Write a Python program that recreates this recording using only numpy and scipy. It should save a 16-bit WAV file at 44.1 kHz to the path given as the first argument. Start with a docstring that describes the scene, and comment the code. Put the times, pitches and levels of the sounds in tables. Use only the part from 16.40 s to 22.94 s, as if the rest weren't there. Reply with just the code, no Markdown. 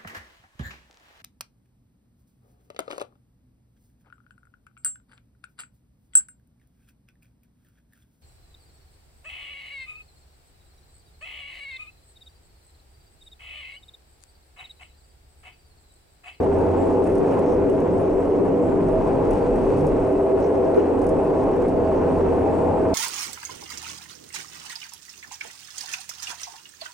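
"""A throbbing roar of wheels fills a funicular car rolling steadily down its track, heard from the front window.
Rough rail sets the wheels, body and panels ringing, and bumps draw hollow notes from them. Underneath, the
frame rocks evenly, the floor booms and the cabin drones on one low note. A loose fitting ticks in short
bursts and the trim cracks, over a thin running hiss with scrapes, faint whines and a rub in each wheel turn."""
import sys
import numpy as np
from scipy import signal
from scipy.fft import rfft, irfft
from scipy.io import wavfile

SR = 44100
rng = np.random.default_rng(int(sys.argv[2]) if len(sys.argv) > 2 else 0)


def store_wav(level_fs):
    """Save 16-bit WAV to argv[1]."""
    pcm = np.round(np.clip(np.atleast_2d(level_fs), -1, 1) * 32767)
    wavfile.write(sys.argv[1], SR, pcm.T.astype(np.int16))


N = 288414
TIME = np.arange(N) / SR
FREQ = np.fft.rfftfreq(N, 1 / SR)

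# fader moves for the two wheel notes: time_s, low_db, high_db
WHEEL_LEVELS = [(0, -23.5, -32.5), (.35, -26.5, -36.5), (.7, -26.5, -32.5), (1.6, -25.5, -36.5),
                (2.1, -28, -37.5), (2.55, -25.5, -33), (3, -29, -35), (3.4, -26, -37), (3.85, -25, -30),
                (4.4, -27.5, -35.5), (4.75, -27.5, -33.5), (5.9, -27.5, -35.5), (6.2, -31, -31),
                (6.54, -30.5, -33)]
# resonances behind the low and the high note: pitch_hz, half_width_hz, gain_db
WHEEL_LOW_MODES = [(385, 10, 0.5), (404.7, 12, -2.5)]
WHEEL_HIGH_MODES = [(644, 20.6, -5.5), (664, 29, -14)]
# jolts that make the low note throb: peak_s, boost_db
THROBS = [(.09, 5.5), (.62, 7.5), (.73, 6), (.84, 7.5), (1.02, 5.5), (1.2, 7.5), (1.32, 4), (1.41, 5),
          (1.58, 2), (1.78, 3), (1.93, 7.5), (2.01, 9), (2.38, 4), (3.3, 8.5), (3.62, 2), (3.74, 6),
          (3.84, 10), (3.95, 12), (4.23, 5), (4.39, 9.5), (4.63, 1), (4.9, 5.5), (5.12, 0.5), (5.54, 2),
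          (5.83, 7.5), (6.13, -2), (6.42, 4)]

def wheel_ring():
    """The wheels ring on two notes: the low one throbs with each jolt, the high one rocks with the car."""
    low_db, high_db = follow(WHEEL_LEVELS)
    throb_db = sum(db * swell(s, half_length_s=.028) for s, db in THROBS)
    low = surging(WHEEL_LOW_MODES, span_s=.066, surge_db=1.5, rate_hz=25, core=note(hz=389, db=-5.5))
    high = surging(WHEEL_HIGH_MODES, span_s=.17, surge_db=1.7, rate_hz=7.6, core=note(hz=644, db=-10))
    rock_db = rocking(crest_s=2.595, depth_db=1.3)
    return low * gain_of(low_db + throb_db) + high * gain_of(high_db + rock_db)


# fader moves for the shell of the car: time_s, body_db, panel_db
SHELL_LEVELS = [(0, -26, -26), (.9, -23, -24), (1.65, -26, -28.5), (2.1, -23.5, -26.5), (2.55, -24, -28.5),
                (2.9, -25.5, -25.5), (3.7, -24.5, -26.5), (4.2, -28, -24), (4.55, -23, -24.5),
                (5, -26.5, -26.5), (6, -25.5, -25), (6.54, -26.5, -28.5)]
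# resonances of the body and of its panels: pitch_hz, half_width_hz, gain_db
BODY_MODES = [(268, 12.6, -0.5), (291.8, 4.4, 1.5), (333, 42, -4.5)]
PANEL_MODES = [(441.3, 24.7, -2.5), (491.3, 11, -1), (506, 7.3, -1.5), (541, 16, -5.5)]
# EQ of the steady rumble under them: frequency_hz, gain_db
RUMBLE_EQ = [(60, -59.5), (180, -20), (245, -1), (380, -2), (460, 3), (590, -2), (700, -6), (850, -29.5),
             (1200, -70.5)]

def car_body():
    """Rough rail shakes the body and its panels, which each hum around one note over a broad rumble."""
    body_db, panel_db = follow(SHELL_LEVELS)
    panel_db += rocking(crest_s=2.92, depth_db=1)
    rumble = noise(gain_of(read(RUMBLE_EQ))) * gain_of(-26)
    body = surging(BODY_MODES, span_s=.2, surge_db=.9, rate_hz=11, core=note(hz=294, db=-9))
    panels = surging(PANEL_MODES, span_s=.18, surge_db=1.3, rate_hz=14, core=note(hz=489, db=-11))
    return rumble + body * gain_of(body_db - 2) + panels * gain_of(panel_db - 1.24)


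# EQ of the midrange roar and of the brighter grind: frequency_hz, gain_db
ROAR_EQ = [(450, -42), (680, -4.5), (795, 0.5), (900, -2.5), (1080, -8), (1180, -15), (1500, -30.5),
           (2500, -63.5)]
GRIND_EQ = [(800, -26), (1050, -6.5), (1250, 1), (1700, -5.5), (2200, -10), (2550, -12), (3200, -21),
            (4500, -36), (9000, -71)]
# their fader moves: time_s, level_db
ROAR_LEVEL = [(0, -32.5), (.5, -33), (.62, -32), (.72, -37.5), (.86, -31), (1.15, -32), (1.32, -37),
              (1.48, -32), (1.7, -35.5), (2.05, -34), (2.45, -33.5), (2.8, -32.5), (3.02, -33),
              (3.15, -34.5), (3.3, -32), (3.5, -34), (4, -33.5), (4.5, -33.5), (5.1, -31.5), (5.25, -34.5),
              (5.42, -33.5), (5.65, -30.5), (5.87, -32), (6.3, -31.5), (6.54, -32.5)]
GRIND_LEVEL = [(0, -47), (.4, -45.5), (.68, -47.5), (.92, -44), (1.3, -48), (2.2, -48), (2.8, -46),
               (3.5, -47), (3.95, -47), (4.6, -47.5), (5.07, -46.3), (5.35, -47.5), (5.6, -45), (6.54, -46)]
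# the rail singing inside the grind: pitch_hz, half_width_hz, gain_db
RAIL_MODES = [(1507, 57, -10), (2150, 35, -21.5), (2445, 27, -20), (2590, 67, -17), (2867, 46, -21)]
# rough patches of rail that push the grind up: peak_s, boost_db, half_length_s
ROUGH_PATCHES = [(.99, -0.5, .07), (1.473, 2.5, 0.055), (2.93, 3, .04), (3.3, 3, 0.038), (3.6, 1.5, .06),
                 (4.394, 4, 0.047), (5.086, 1, 0.045), (5.553, 0.5, 0.056)]

def rail_roar():
    """Wheels roar and grind on the rail, both fluttering with its roughness, and the rail sings faintly."""
    roar_db, = follow(ROAR_LEVEL)
    grind_db, = follow(GRIND_LEVEL)
    singing = sum(noise(ringing([(hz, width, 0)])) * gain_of(db - 3.5 + 3.45 * wander(rate_hz=15))
                  for hz, width, db in RAIL_MODES)
    patch_db = sum(db * swell(s, half_length) for s, db, half_length in ROUGH_PATCHES)
    rough_db = .8 * wander(rate_hz=61)
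    roar = noise(gain_of(read(ROAR_EQ))) * gain_of(roar_db + rough_db)
    grind = (noise(gain_of(read(GRIND_EQ))) + singing) * gain_of(grind_db + patch_db + rough_db)
    return roar + grind


# bumps in the track: peak_s, pitch_hz, level_db, half_length_s
BUMPS = [(0.566, 486, -26, 0.037), (1.12, 488, -22.5, 0.072), (1.273, 278, -25, .045),
         (1.29, 643, -33, 0.089), (1.726, 295.4, -24.5, 0.061), (1.83, 279, -30, .04),
         (2.1, 279.5, -25.5, 0.035), (2.203, 487, -25.5, 0.077), (2.382, 282, -24.5, 0.034),
         (2.53, 33, -33, 0.09), (2.554, 643, -27, 0.045), (2.75, 128.2, -32.5, .05),
         (2.763, 646, -33, 0.041), (2.923, 36.1, -29, 0.056), (3.07, 490, -25.5, 0.087),
         (3.13, 39.6, -26, 0.042), (3.21, 645, -33, .06), (3.29, 43.9, -34, .05), (3.36, 119.6, -33, .06),
         (3.445, 150.5, -27, 0.062), (3.65, 115.3, -33.5, .045), (3.704, 636, -29, 0.061),
         (3.724, 290, -28, 0.038), (3.88, 642, -28.5, .04), (3.996, 288, -27.5, 0.032),
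         (4.25, 648, -29.5, 0.06), (4.713, 643, -27.5, 0.051), (4.87, 484.4, -26, .04),
         (5.01, 644, -28.5, 0.056), (5.213, 485.5, -23.5, 0.061), (5.41, 488.5, -23.5, 0.047),
         (5.48, 643, -30, 0.062), (5.72, 648, -29.5, 0.059), (6.465, 643, -29.5, 0.094)]

def bumps():
    """Each bump rings one resonance of the car: a hollow, slightly unsteady note that swells and dies."""
    waver_hz = 3 * wander(rate_hz=19.7)
    out = np.zeros(N)
    for s, hz, db, half_length in BUMPS:
        turns = np.cumsum(hz + waver_hz) / SR + rng.random()
        out += np.sqrt(2) * np.sin(2 * np.pi * turns) * gain_of(db) * swell(s, half_length)
    return out


# fader moves for the low end: time_s, sway_db, boom_db
FRAME_LEVELS = [(0, -43, -33.5), (.9, -39.5, -30.5), (1.7, -38.5, -34.5), (2.05, -43, -33.5),
                (2.3, -42, -30), (2.55, -35.5, -30.5), (3.55, -34.5, -32.5), (3.85, -40, -35.5),
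                (4.4, -47, -36.5), (4.65, -35.5, -33), (5, -39.5, -34.5), (5.6, -36.5, -31),
                (6.2, -41.5, -34), (6.54, -42, -31.5)]
# deep resonances of the frame and the floor: pitch_hz, half_width_hz, gain_db
FRAME_MODES = [(34, 13, 0), (56, 20, -6)]
FLOOR_MODES = [(103, 14, -2), (119, 14, -6), (157, 11, -0.5), (181.8, 17.6, 1.5), (222.6, 17, -1.5)]

def frame():
    """Uneven track rocks the frame and makes the floor boom."""
    sway_db, boom_db = follow(FRAME_LEVELS)
    sway_db += rocking(crest_s=2.41, depth_db=2)
    sway = surging(FRAME_MODES, span_s=.4, surge_db=2, rate_hz=9)
    boom = surging(FLOOR_MODES, span_s=.13, surge_db=1.7, rate_hz=7.8)
    return sway * gain_of(sway_db) + boom * gain_of(boom_db + .63)


# fader moves for the drone: time_s, level_db
DRONE_LEVEL = [(0, -28), (.3, -25.5), (.55, -33.5), (.86, -40), (1.02, -32), (1.4, -35.5), (1.9, -40.5),
               (2.7, -38), (3.4, -37.5), (3.65, -37.5), (4.2, -37), (4.55, -34), (4.82, -37), (5.4, -36.5),
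               (5.75, -30.5), (5.95, -29), (6.15, -34), (6.3, -35), (6.54, -30.5)]
# its slow drift: time_s, pitch_hz
DRONE_PITCH = [(0, 86.2), (.7, 86), (1.5, 84.24), (3.2, 86.8), (4, 84.5), (6.54, 84.6)]

def drone():
    """One low cabin note swells, fades and wavers, a little right of centre."""
    level_db, = follow(DRONE_LEVEL)
    hz, = follow(DRONE_PITCH)
    tone = np.sqrt(2) * wavering_sine(hz, waver_hz=1.5, rate_hz=11.3)
    motion_db = rocking(crest_s=2.81, depth_db=1.2) + 2.4 * wander(rate_hz=17)
    pan = gain_of([[-.7], [.7]])
    return tone * gain_of(level_db - 1.8 + motion_db) * pan


# colour of the howl: pitch_hz, half_width_hz, gain_db
HOWL_MODES = [(798, 24, -1), (863, 60, -6.5)]
# its cues: peak_s, level_db, half_length_s
HOWLS = [(.2, -34, 0.076), (.44, -34.5, .12), (2.95, -33, 0.074), (5.07, -34.5, 0.092),
         (6.08, -29.5, 0.042), (6.31, -30.5, 0.1)]

def wheel_howl():
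    """A higher resonance of the wheels howls now and then."""
    return steadied(noise(ringing(HOWL_MODES)), span_s=.084) * swells(HOWLS)


# bursts of the loose fitting: start_s, tick_count, first_level_db, change_per_tick_db
RATTLES = [(.0423, 1, -47, -2), (.14, 1, -47, 0), (.1855, 1, -45, 0), (.6404, 2, -39.5, -4),
           (.6730, 3, -42, -3), (0.7535, 1, -38, 0), (.78, 1, -41, 0), (.784, 1, -46, 0),
           (0.992, 1, -39.5, 0), (1.2975, 1, -43, 0), (1.4017, 1, -43, -2), (2.4846, 1, -44, 0),
           (2.6758, 1, -45, 0), (2.908, 2, -34.5, -5), (3.1572, 1, -42.5, 0), (3.3722, 2, -46, -1),
           (3.3825, 2, -43, -3), (3.468, 1, -34.5, 0), (3.488, 1, -45, 0), (3.726, 1, -46, 0),
           (3.818, 1, -49, 0), (4.001, 1, -45, 0), (4.363, 1, -45, 0), (4.5915, 1, -44, 0),
           (4.6165, 2, -40, -5), (4.6659, 2, -36, 0.5), (5.1629, 1, -45, 0), (5.222, 1, -46, 0),
           (5.2814, 1, -40, 0)]
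# EQ of a tick: frequency_hz, gain_db
TICK_EQ = [(1500, -28.5), (4700, -14.5), (5400, -2.5), (6500, -4.5), (7000, -8.5), (7800, -8.5), (8350, 3),
           (8800, -5.5), (9200, 0), (9550, -8.5), (9900, -4), (10500, -1), (10900, -8), (11300, -8),
           (11800, -24.5), (15000, -42.5)]

def rattle():
    """A loose fitting ticks once per shake of the frame: a bright, dry snap with a faint cabin tail."""
    shake_s, attack_s, snap_t60_s, tail_t60_s = .0248, .0015, .0066, .08
    ticks = [(s + k * shake_s, db + k * step_db)
             for s, count, db, step_db in RATTLES for k in range(round(count))]
    stray_count = 24  # faint single ticks scattered at random
    ticks += zip(rng.uniform(0, TIME[-1], stray_count), rng.normal(-55, 1.5, stray_count))
    power = np.zeros(N)
    for s, db in ticks:
        start = round(s * SR)
        age = np.maximum(TIME[start:][:SR // 8] - s, 0)
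        attack = 1 - np.exp(-(age / attack_s) ** 2)
        decay = gain_of(-60 * age / snap_t60_s) + gain_of(-23 - 60 * age / tail_t60_s)
        power[start:][:len(age)] += (gain_of(db + 5.5) * attack * decay) ** 2
    return steadied(noise(gain_of(read(TICK_EQ))), span_s=.002) * np.sqrt(power)


# cracks of the trim: start_s, level_db, tilt_db_per_octave
CRACKS = [(3.95, -48.5, -8), (4.245, -46, -6), (4.345, -47, -7), (5.0195, -41, -16), (5.2225, -47, 0),
          (5.296, -49, 0)]
# EQ of a crack before its tilt: frequency_hz, gain_db
CRACK_EQ = [(1500, -5), (4000, 1), (7000, -3), (9000, -2), (12500, -7), (15000, -13)]

def trim_cracks():
    """The cabin trim gives single cracks, dull or bright, that die within milliseconds."""
    t60_s = .0063
    octaves = np.log2(np.maximum(FREQ, 1500))
    out = np.zeros((2, N))
    for s, db, tilt_db in CRACKS:
        colour = gain_of(read(CRACK_EQ) + tilt_db * octaves) * (FREQ > 1000)
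        envelope = (TIME >= s) * gain_of(db - 60 * np.clip((TIME - s) / t60_s, 0, 2))
        out += noise(colour) * envelope
    return out


# EQ of the hiss: frequency_hz, gain_db
HISS_EQ = [(1500, -21.5), (3200, 2), (4500, 2.5), (5600, 0.5), (7000, -2), (7800, -0.5), (8200, 0.5),
           (8800, -3), (9400, -3.5), (10600, -8.5), (11500, -14.5), (12300, -21), (15000, -34.5)]
# its fader moves: time_s, level_db
HISS_LEVEL = [(0, -62.5), (.5, -61), (1, -62.5), (1.5, -64), (2.2, -65), (2.9, -61.5), (3.3, -60.5),
              (3.85, -64), (4.3, -64), (4.9, -62.5), (5.4, -64), (5.7, -61.5), (6.54, -63)]

def hiss():
    """A thin running hiss flickers above the roll."""
    level_db, = follow(HISS_LEVEL)
    flicker_db = wander(rate_hz=18) + wander(rate_hz=230)
    return noise(gain_of(read(HISS_EQ))) * gain_of(level_db - .84 + flicker_db)


# colour of the scraping: pitch_hz, half_width_hz, gain_db
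SCRAPE_MODES = [(4100, 990, -10), (5450, 460, -2.5), (6150, 670, -3)]
# its cues: peak_s, level_db, half_length_s
SCRAPES = [(.9, -66, .06), (1.1, -63, .06), (2.97, -66, .05), (3.35, -67, .07), (4.04, -63, .04),
           (4.17, -67, .04), (4.39, -64, .05), (5.57, -66, .06)]

def scrapes():
    """Brief gritty scrapes rise out of a faint, constant scratching."""
    grit = gain_of(1.5 * wander(rate_hz=18) + 2.8 * wander(rate_hz=250))
    envelope = np.hypot(gain_of(-72), swells(SCRAPES))
    return noise(ringing(SCRAPE_MODES)) * grit * envelope


# resonances that the rub sweeps up through: pitch_hz, half_width_hz, gain_db, delay_s
RUB_MODES = [(8070, 130, 0.5, -.075), (8480, 160, -1.5, -.055), (8780, 90, -4, -.035), (9740, 130, -1, 0),
             (10200, 200, -13, .015)]
# strength of the rub and how deeply it pulses: time_s, level_db, depth_db
RUB_LEVEL = [(0, -70, 8.5), (1.8, -70.5, 11), (2.7, -72, 8.5), (3.6, -69, 5), (4.3, -73, 6.5),
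             (4.85, -71, 8.5), (5.35, -71.5, 9), (5.9, -69.5, 10.5), (6.54, -69.5, 7)]

def wheel_rub():
    """Metal rubs once in every wheel turn, rising in pitch, never twice alike."""
    turn_hz, crest_s = 4.33, 1.62
    level_db, depth_db = follow(RUB_LEVEL)
    slip_rad = .4 * wander(rate_hz=4)
    rub = 0
    for hz, width, db, delay in RUB_MODES:
        pressure = np.cos(2 * np.pi * turn_hz * (TIME - crest_s - delay) + slip_rad)
        band = noise(ringing([(hz, width, 0)]))
        rub += band * gain_of(db + depth_db * (pressure - .5) + 2.2 * wander(rate_hz=12))
    return evened(rub) * gain_of(level_db)


# colour of the squeal: pitch_hz, half_width_hz, gain_db
SQUEAL_MODES = [(7440, 22, 3.5), (7520, 60, -3), (7700, 120, -6.5), (8850, 150, -6.5)]
# its cues: start_s, length_s, level_db
SQUEALS = [(0.348, .25, -62), (2.195, 0.37, -65.5), (6.111, .35, -65)]

def squeals():
    """Metal on metal holds a thin squeal now and then, sinking back to a faint trace."""
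    ramp_s, fade_db, rest_db = .03, -10, -74
    envelope = gain_of(rest_db)
    for s, length, db in SQUEALS:
        age = np.clip(TIME - s, 0, length)
        gate = np.minimum(np.minimum(age, length - age) / ramp_s, 1)
        envelope = np.maximum(envelope, gate * gain_of(db + fade_db * age / length))
    return noise(ringing(SQUEAL_MODES)) * envelope


# colour of the metallic singing: pitch_hz, half_width_hz, gain_db
SING_MODES = [(8100, 35, 0.5), (8330, 150, -4)]
# its fader moves: time_s, level_db
SING_LEVEL = [(0, -74), (.6, -72), (1.2, -80.5), (2.6, -78), (3.1, -71.5), (4.5, -71), (4.9, -76),
              (5.8, -77.5), (6.2, -72), (6.54, -71)]

def metal_singing():
    """Metal sings faintly throughout, high above the roll."""
    level_db, = follow(SING_LEVEL)
    return surging(SING_MODES, span_s=.1, surge_db=-.2, rate_hz=9) * gain_of(level_db)


# whines that never stop: pitch_hz, level_db
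WHINES = [(2158, -73.5), (3304, -81.5), (4181, -83), (7436, -84.5), (8763, -81), (10010, -87.5)]
# swells of the whine that comes and goes: peak_s, level_db, half_length_s
WHINE_SWELLS = [(.35, -81, .2), (.8, -79, .15), (1.95, -78, .08), (2.95, -81, .55), (4.95, -80.5, .2),
                (5.55, -79, .22), (6.2, -81, .25)]

def whines():
    """Thin, faint tones waver in pitch and strength; one of them comes and goes."""
    voices = [(hz, gain_of(db)) for hz, db in WHINES]
    voices.append((4618, gain_of(-83) + swells(WHINE_SWELLS)))
    out = np.zeros(N)
    for hz, level in voices:
        tone = wavering_sine(hz, waver_hz=12, rate_hz=55)
        out += level * evened(tone * gain_of(3 * wander(rate_hz=13)))
    return out


# how alike left and right are: frequency_hz, correlation (capped at 1)
STEREO_LIKENESS = [(30, 1.5), (85, 0.87), (150, 0.87), (260, 0.78), (400, 0.84), (500, 0.64), (1000, 0.67),
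                   (2500, 0.67), (5500, 0.55), (6500, .99), (15000, 2.5)]
# how far the left side leads: frequency_hz, phase_rad
STEREO_LEAD = [(30, 0.035), (260, 0.02), (1200, -0.55), (3000, -0.56), (6000, 0)]
# balance: frequency_hz, left_minus_right_db
STEREO_BALANCE = [(30, -1.3), (80, -1.5), (130, 1), (300, -0.26), (600, .9), (1500, -0.04), (5000, 0)]

def noise(response):
    """Random vibration with the given amplitude response, spread across the stereo image."""
    left, unrelated = rfft(rng.standard_normal((2, N)))
    likeness = np.clip(read(STEREO_LIKENESS), -1, 1)
    right = likeness * left + np.sqrt(1 - likeness ** 2) * unrelated
    right *= np.exp(-1j * read(STEREO_LEAD)) / gain_of(read(STEREO_BALANCE))
    return evened(irfft(np.array([left, right]) * response, N))


def ringing(modes):
    """Amplitude response of a set of steep-sided resonances."""
    return np.sqrt(sum(gain_of(db) ** 2 / (1 + ((FREQ - hz) / width) ** 2) ** 2
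                       for hz, width, db in modes))


def surging(modes, span_s, surge_db, rate_hz, core=0):
    """Resonances around an optional clean core, held even, then made to surge at random."""
    vibration = evened(noise(ringing(modes)) + core)
    return steadied(vibration, span_s) * gain_of(surge_db * wander(rate_hz))


def note(hz, db):
    """A clean ringing note whose pitch and strength waver."""
    tone = wavering_sine(hz, waver_hz=2.986, rate_hz=8.9)
    return gain_of(db) * evened(tone * gain_of(2.5 * wander(rate_hz=3.6)))


def wavering_sine(hz, waver_hz, rate_hz):
    """A sine with a random vibrato."""
    turns = np.cumsum(hz + waver_hz * wander(rate_hz)) / SR
    return np.sin(2 * np.pi * turns)


def rocking(crest_s, depth_db, rock_hz=1.75):
    """A tremolo in dB as the car rocks evenly, as over regular track supports."""
    return depth_db * np.cos(2 * np.pi * rock_hz * (TIME - crest_s))


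def swell(peak_s, half_length_s):
    """A bell-shaped rise to 1 and fall around one moment."""
    return np.exp(-np.minimum(((TIME - peak_s) / half_length_s) ** 2, 50))


def swells(cues):
    """The envelope that a cue list of swells adds up to."""
    return sum(gain_of(db) * swell(s, half_length) for s, db, half_length in cues)


def wander(rate_hz):
    """Random drift of rms 1 that moves up to about the given rate."""
    return evened(irfft(rfft(rng.standard_normal(N)) / (1 + (FREQ / rate_hz) ** 2) ** 2, N))


def smoothed_power(x, span_s):
    """Power of the stereo middle, smoothed over the span."""
    return abs(irfft(rfft(x.mean(0) ** 2) * np.exp(-(FREQ * span_s) ** 2), N))


def steadied(x, span_s):
    """Holds the power of a vibration even over the span, as under a constant load."""
    return x / np.sqrt(smoothed_power(x, span_s) + 1e-9)


def evened(x):
    """Scales to rms 1; a stereo pair by the rms of its middle."""
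    return x / np.sqrt(np.mean(np.atleast_2d(x).mean(0) ** 2) + 1e-30)


def read(points):
    """A curve over frequency at every bin, joined up on a log axis."""
    hz, value = np.transpose(points)
    return np.interp(np.log(FREQ + 1), np.log(hz + 1), value)


def follow(rows):
    """Each column of an automation table at every sample."""
    s, *columns = np.transpose(rows)
    return [np.interp(TIME, s, column) for column in columns]


def gain_of(db):
    """Decibels to amplitude."""
    return 10 ** (np.asarray(db) / 20)


def scene():
    """The cabin mix: the heavy roll, the ticks and cracks, and a thin top end."""
    roll = wheel_ring() + car_body() + rail_roar() + bumps() + frame() + drone() + wheel_howl()
    clicks = rattle() + trim_cracks()
    top_end = hiss() + scrapes() + wheel_rub() + squeals() + metal_singing() + whines()
    return roll + clicks + top_end


def record(dry):
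    """A quick, mild compressor leans on the loudest swells; then soft ends and a low-pass."""
    threshold_db, cutoff_hz = -20, 15350
    level_db = 10 * np.log10(smoothed_power(dry, span_s=.014) + 1e-12)
    over_db = np.logaddexp(level_db - threshold_db, 0)  # a soft knee
    held = dry * gain_of(.53 - .54 * over_db)
    ends = signal.windows.tukey(N, .001)
    low_pass = signal.firwin(511, cutoff_hz, window=("kaiser", 9), fs=SR)
    return signal.oaconvolve(held * ends, low_pass[None], "same")


dry = scene()
out = record(dry)
store_wav(out)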